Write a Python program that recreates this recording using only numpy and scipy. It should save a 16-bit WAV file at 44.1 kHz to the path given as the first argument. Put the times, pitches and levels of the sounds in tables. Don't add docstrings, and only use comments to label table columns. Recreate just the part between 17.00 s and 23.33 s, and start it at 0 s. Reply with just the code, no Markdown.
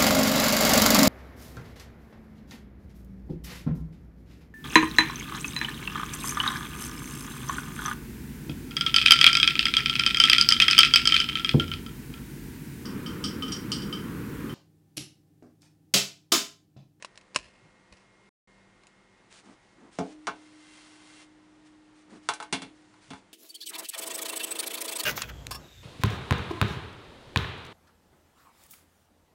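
import sys
import numpy as np
from scipy import signal
from scipy.fft import rfft, irfft, next_fast_len
from scipy.io import wavfile
from scipy.ndimage import uniform_filter1d

SR = 44100
rng = np.random.default_rng(int(sys.argv[2]) if len(sys.argv) > 2 else 0)


def master_out(mix):
    frames = np.transpose(np.atleast_2d(mix))
    ceiling = np.clip(frames, -1, 1)
    pcm = np.round(ceiling * 32767).astype(np.int16)
    wavfile.write(sys.argv[1], SR, pcm)


N = 279153
T = np.arange(N) / SR
RING_T = T[:SR // 2]

REGISTER_EDGES_HZ = [155, 350, 800, 1600, 4200, 10500]


def stand_knocks(modes_db=4, room_db=-16, room_t60=0.52, muffle_hz=6300, desk_hz=112, desk_t60=0.17):
    # (time [s], contact, level [dB], brightness [dB/octave])
    blows = [(2.9868, "padded", -37.5, 0.5), (3.009, "padded", -45.5, -1), (3.2702, "edge", -34, 2),
             (3.2768, "edge", -30.5, -5), (5.2887, "edge", -26, 0.5), (5.3371, "edge", -45.5, 4.5),
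             (5.4014, "edge", -38, -2), (5.4263, "edge", -43, 0.5), (5.5261, "flat", -34, 0),
             (5.619, "flat", -47.5, -1), (5.9396, "edge", -62, -1.5), (6.1043, "flat", -50, -2.5),
             (6.1342, "edge", -46, -2)]
    contacts = {"padded": ((7, 7, -1, -9, -9), -6, -15, 0.83), "edge": ((-25.5, -12.5, -0.5, -6, -9.5),
                -0.19, -35, 0.87), "flat": ((0, -4.5, 0, 4.5, 1), -12, -18, 0.96)}
    # (frequency [Hz], relative level [dB], base t60 [s])
    clear_modes = [(176, 7, .18), (195, 9, .25), (269, 15, .28), (343, 3, 1.1), (428, 13, .25),
                   (470, 10, .17), (677, 12, .22), (717, 10, .17), (854, 12, .19), (966, 9, .22),
                   (1046, 5, .15), (1085, 8, .17), (1228, 4, .11), (1330, 5, .11), (1390, 5, .13),
                   (1526, 8, .2), (2175, 13, .19), (2355, 11, .17), (2713, 10, .22), (2825, 9, .17),
                   (2891, 7, .2), (3295, 7, .14), (3437, 12, .2), (3510, 11, .17), (3989, 9, .13),
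                   (4150, 5, .2), (4680, 6, .13), (5550, 9, .15), (5760, 8, .13), (6140, 8, .13)]
    modes = list(clear_modes) + upper_modes()
    base_t60s = [0.17, 0.44, 0.18, 0.2, 0.053]
    out = np.zeros(N)
    for start, contact, blow_db, brightness in blows:
        register_dbs, click_db, desk_db, length = contacts[contact]
        ring = undb(modes_db) * plate_ring(modes, length) + undb(room_db) * burst(room_t60)
        ring[0] += undb(click_db)
        for db, t60, lo, hi in zip(register_dbs, base_t60s, REGISTER_EDGES_HZ, REGISTER_EDGES_HZ[1:]):
            muffled = start < 4.3 and hi > muffle_hz
            metal = ring + burst(t60 * length)
            register = band(metal, lo, muffle_hz if muffled else hi, order=1 if muffled else 3)
            octaves = np.log2(np.sqrt(lo * hi) / 1130)
            add(out, start, set_attack(register, blow_db + db + brightness * octaves))
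        thud = band(burst(desk_t60), desk_hz / np.sqrt(2), desk_hz * np.sqrt(2), order=3)
        add(out, start, set_attack(thud, blow_db + desk_db))
    return out


def upper_modes(count=24, relative_db=6, base_t60=0.13):
    lo, hi = REGISTER_EDGES_HZ[-2:]
    places = (np.arange(count) + rng.random(count)) / count
    return [(hz, relative_db, base_t60) for hz in lo + places * (hi - lo)]


def plate_ring(modes, length, scatter_db=0.16):
    out = 0
    for (hz, db, t60), (weight, phase) in zip(modes, rng.standard_normal((len(modes), 2))):
        decay = fade(t60 * length)
        partial = np.sin(2 * np.pi * hz * RING_T + phase)
        out = out + undb(db + scatter_db * weight) * partial * 2 * decay / decay.sum()
    return out


def plate_hum(hz=306.5, attack_s=0.006, waver_db=1.0, loosens_s=3.597, lies_s=5.52):
    # (time [s], level [dB])
    blows = [(2.9866, -48.5), (5.5264, -59.5)]
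    loss_db_per_s = np.select([T < loosens_s, T < lies_s], [16, -0.15], 27.5)
    loss_db = np.cumsum(loss_db_per_s) / SR
    swing = 0
    for start, db in blows:
        attack = np.clip((T - start) / attack_s, 0, 1)
        swing = swing + attack * undb(db + np.interp(start, T, loss_db) - loss_db)
    return swing * undb(waver_db * drift(20)) * unit(np.sin(2 * np.pi * hz * T))


def cloth_friction(grain_db=2.5, plate_db=-3, pull_attack_s=0.3, touch_attack_s=0.021):
    # (time [s], relative level [dB])
    pull_curve = [(3.42, -62.5), (3.526, -63), (3.778, -55), (3.984, -59), (4.23, -54)]
    # (frequency [Hz], gain [dB])
    sleeve_eq = [(300, -21), (700, 3), (1100, 4.5), (1700, 1.5), (2200, 2.5), (3200, -0.5), (4300, -6),
                 (6000, -5), (9500, -2.5), (11000, -12.5)]
    # (frequency [Hz], width [Hz], gain [dB])
    rubbed_modes = [(1540, 16, -1), (2090, 36, 3), (2747, 17, 1), (3210, 130, -10.5), (4240, 1800, -12),
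                    (5520, 150, -17)]
    # (time [s], length [s], level [dB])
    brushes = [(2.296, .1, -56.5), (2.435, 0.1, -64.5), (2.6, 0.29, -74.5), (2.91, .22, -59),
               (4.64, 0.041, -65), (4.94, 0.085, -67), (5.087, 0.089, -62), (5.217, 0.089, -63),
               (5.737, 0.28, -71), (6.009, 0.18, -62)]
    # (frequency [Hz], gain [dB])
    finger_eq = [(400, -9), (900, -5), (2000, -2), (3500, -4), (6000, -6), (9500, -9.5), (11000, -25)]
    fibres = rng.standard_normal(N) * undb(grain_db * rng.exponential(size=N))
    plate = sum(undb(db) * resonance(fibres, hz, width) for hz, width, db in rubbed_modes)
    sleeve = unit(colour(fibres, sleeve_eq)) + undb(plate_db) * unit(plate)
    times, pull_db = np.transpose(pull_curve)
    start = times[0] - pull_attack_s
    pull = undb(0.53 + np.interp(T, times, pull_db)) * stroke(start, times[-1] - start, pull_attack_s)
    touch = sum(undb(db) * stroke(at, length, touch_attack_s) for at, length, db in brushes)
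    return pull * unit(sleeve) + touch * unit(colour(fibres, finger_eq))


def camera_clicks(ring_t60=0.048, room_t60=0.39, room_db=-21, snap_db=-6, crack_db=3):
    # (time [s], attack level [dB], treble tilt [dB])
    clicks = [(0.0245, -38.5, -21), (0.033, -64, 14.5), (0.0471, -34.5, -22), (0.157, -54, -7),
              (0.176, -44, 6.5), (0.212, -56, -6), (0.347, -38.5, -12), (.3527, -41, 9), (.3608, -17, 0.5),
              (0.3879, -41.5, -5.5), (0.926, -51.5, -22), (1.836, -57.5, -15.5), (1.869, -53.5, 20)]
    out = np.zeros(N)
    for start, db, high_db in clicks:
        slip = burst(ring_t60) + undb(crack_db) * burst(t60=0.009) + undb(room_db) * burst(room_t60)
        slip[0] += undb(snap_db)
        click = camera_shell(slip, low_db=1, high_db=high_db)
        add(out, start, set_attack(click, db, window_s=0.004))
    return out


def camera_creaks(slips_per_s=400, scatter_db=5, ring_t60=0.035):
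    # (time [s], level [dB], t60 [s])
    creaks = [(.39, -55, .75), (0.918, -53.5, .17), (.967, -57.5, 0.19)]
    out = np.zeros(N)
    size = len(RING_T)
    for start, db, t60 in creaks:
        slips = (rng.random(size) < slips_per_s / SR) * undb(scatter_db * rng.standard_normal(size))
        rattle = signal.fftconvolve(slips, burst(ring_t60))[:size]
        add(out, start, undb(db) * fade(t60) * unit(camera_shell(rattle, low_db=2, high_db=-18)))
    return out


def camera_shell(x, low_db, high_db, body_db=-5):
    # (frequency [Hz], width [Hz], gain before tilt [dB])
    shell_modes = [(605, 140, 4.5), (1064, 150, 6.5), (1800, 840, 2), (2575, 500, 5.5), (4000, 600, 2),
                   (5000, 550, -3.5), (6670, 390, -8.5), (7500, 180, -24)]
    out = undb(body_db) * band(x, 200, 480, order=1)
    for hz, width, db in shell_modes:
        tilt_db = np.interp(hz, [500, 1500, 4000, 7000], [low_db, 0, 0, high_db])
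        out = out + undb(db + tilt_db) * resonance(x, hz, width)
    return out


def hand_bumps(thud_spread=1.47, rub_db=-7, rub_ratio=3.3, rub_spread=1.7):
    # (peak time [s], level [dB], pitch [Hz], swell half-width [s])
    bumps = [(.375, -52, 116, 0.013), (0.441, -62, 50.3, 0.053), (0.648, -58.5, 125, 0.024),
             (0.931, -55.5, 65.3, 0.011), (2.495, -52.5, 260, 0.034), (2.845, -54.5, 245, 0.044),
             (5.143, -50, 256.6, 0.031), (6.125, -53, 110, 0.021)]
    out = np.zeros(N)
    t = RING_T - RING_T.mean()
    for peak, db, hz, width in bumps:
        swell = np.exp(-0.5 * (t / width) ** 2)
        rub_hz = hz * rub_ratio
        thud = unit(band(rng.standard_normal(len(t)), hz / thud_spread, hz * thud_spread) * swell)
        rub = unit(band(rng.standard_normal(len(t)), rub_hz / rub_spread, rub_hz * rub_spread) * swell)
        add(out, peak + t[0], undb(db) * (thud + undb(rub_db) * rub) * rms(swell))
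    return out


def office_fans(air_db=-62.5, waver_hz=1.1, flicker_db=2.3, arm_db=-4):
    # (frequency [Hz], gain [dB])
    air_eq = [(20, -24), (45, -2.5), (65, -20.5), (105, -4.5), (140, -8), (190, -7.5), (280, -9),
              (360, -5.5), (460, -12.5), (950, -11.5), (1500, -15), (2500, -19), (7500, -28.5),
              (10500, -33)]
    # (frequency [Hz], level before the arm shades them [dB])
    fan_tones = [(193.8, -72.5), (511.4, -76.5), (1405, -84.5), (1841, -78), (1938, -77.5), (2035, -85),
                 (2132, -74.5)]
    air = unit(colour(rng.standard_normal(N), air_eq)) * undb(air_db + 0.34 * drift(17))
    whine = 0
    for hz, db in fan_tones:
        level = undb(db + flicker_db * drift(3.9))
        phase = 2 * np.pi * np.cumsum(hz + waver_hz * drift(14)) / SR
        whine = whine + level * unit(np.sin(phase))
    arm_shade = undb(np.interp(T, [2.2, 2.4], [0, arm_db]))
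    return air + arm_shade * whine


def undb(db):
    return 10 ** (np.asarray(db) / 20)


def rms(x):
    return np.sqrt(np.mean(x ** 2))


def unit(x):
    return x / rms(x)


def set_attack(x, db, window_s=0.025):
    return undb(db) * x / rms(x[:int(window_s * SR)])


def band(x, lo_hz, hi_hz, order=2):
    return signal.sosfilt(signal.butter(order, [lo_hz, hi_hz], "band", fs=SR, output="sos"), x)


def resonance(x, hz, width_hz):
    return band(x, hz - width_hz / 2, hz + width_hz / 2, order=1)


def colour(x, eq):
    hz, db = np.transpose(eq)
    size = next_fast_len(len(x))
    bins_hz = np.maximum(np.fft.rfftfreq(size, 1 / SR), 1)
    gain = undb(np.interp(np.log(bins_hz), np.log(hz), db))
    return irfft(rfft(x, size) * gain, size)[:len(x)]


def drift(rate_hz):
    hold = int(SR / rate_hz)
    steps = np.repeat(rng.standard_normal(N // hold + 1), hold)
    return unit(uniform_filter1d(uniform_filter1d(steps, hold), hold)[:N])


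def fade(t60):
    return np.exp(-np.log(1000) * RING_T / t60)


def burst(t60):
    x = rng.standard_normal(len(RING_T)) * fade(t60)
    return x / np.linalg.norm(x)


def stroke(start, length, attack_s, release_s=0.02):
    return np.clip((T - start) / attack_s, 0, 1) * np.exp(-np.maximum(T - start - length, 0) / release_s)


def add(out, start_s, x):
    i = max(int(start_s * SR), 0)
    out[i:i + len(x)] += x[:N - i]


def scene():
    camera = camera_clicks() + camera_creaks()
    stand = stand_knocks() + plate_hum()
    handling = hand_bumps() + cloth_friction()
    return (camera + stand + handling + office_fans())[None]


def record(dry):
    # (start [s], end [s])
    dropout = (1.292, 1.474)
    live = (T < dropout[0]) | (T > dropout[1])
    high_cut = signal.ellip(8, 0.2, 70, 10000, fs=SR, output="sos")
    return signal.sosfilt(high_cut, dry * live)


dry = scene()
out = record(dry)
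master_out(out)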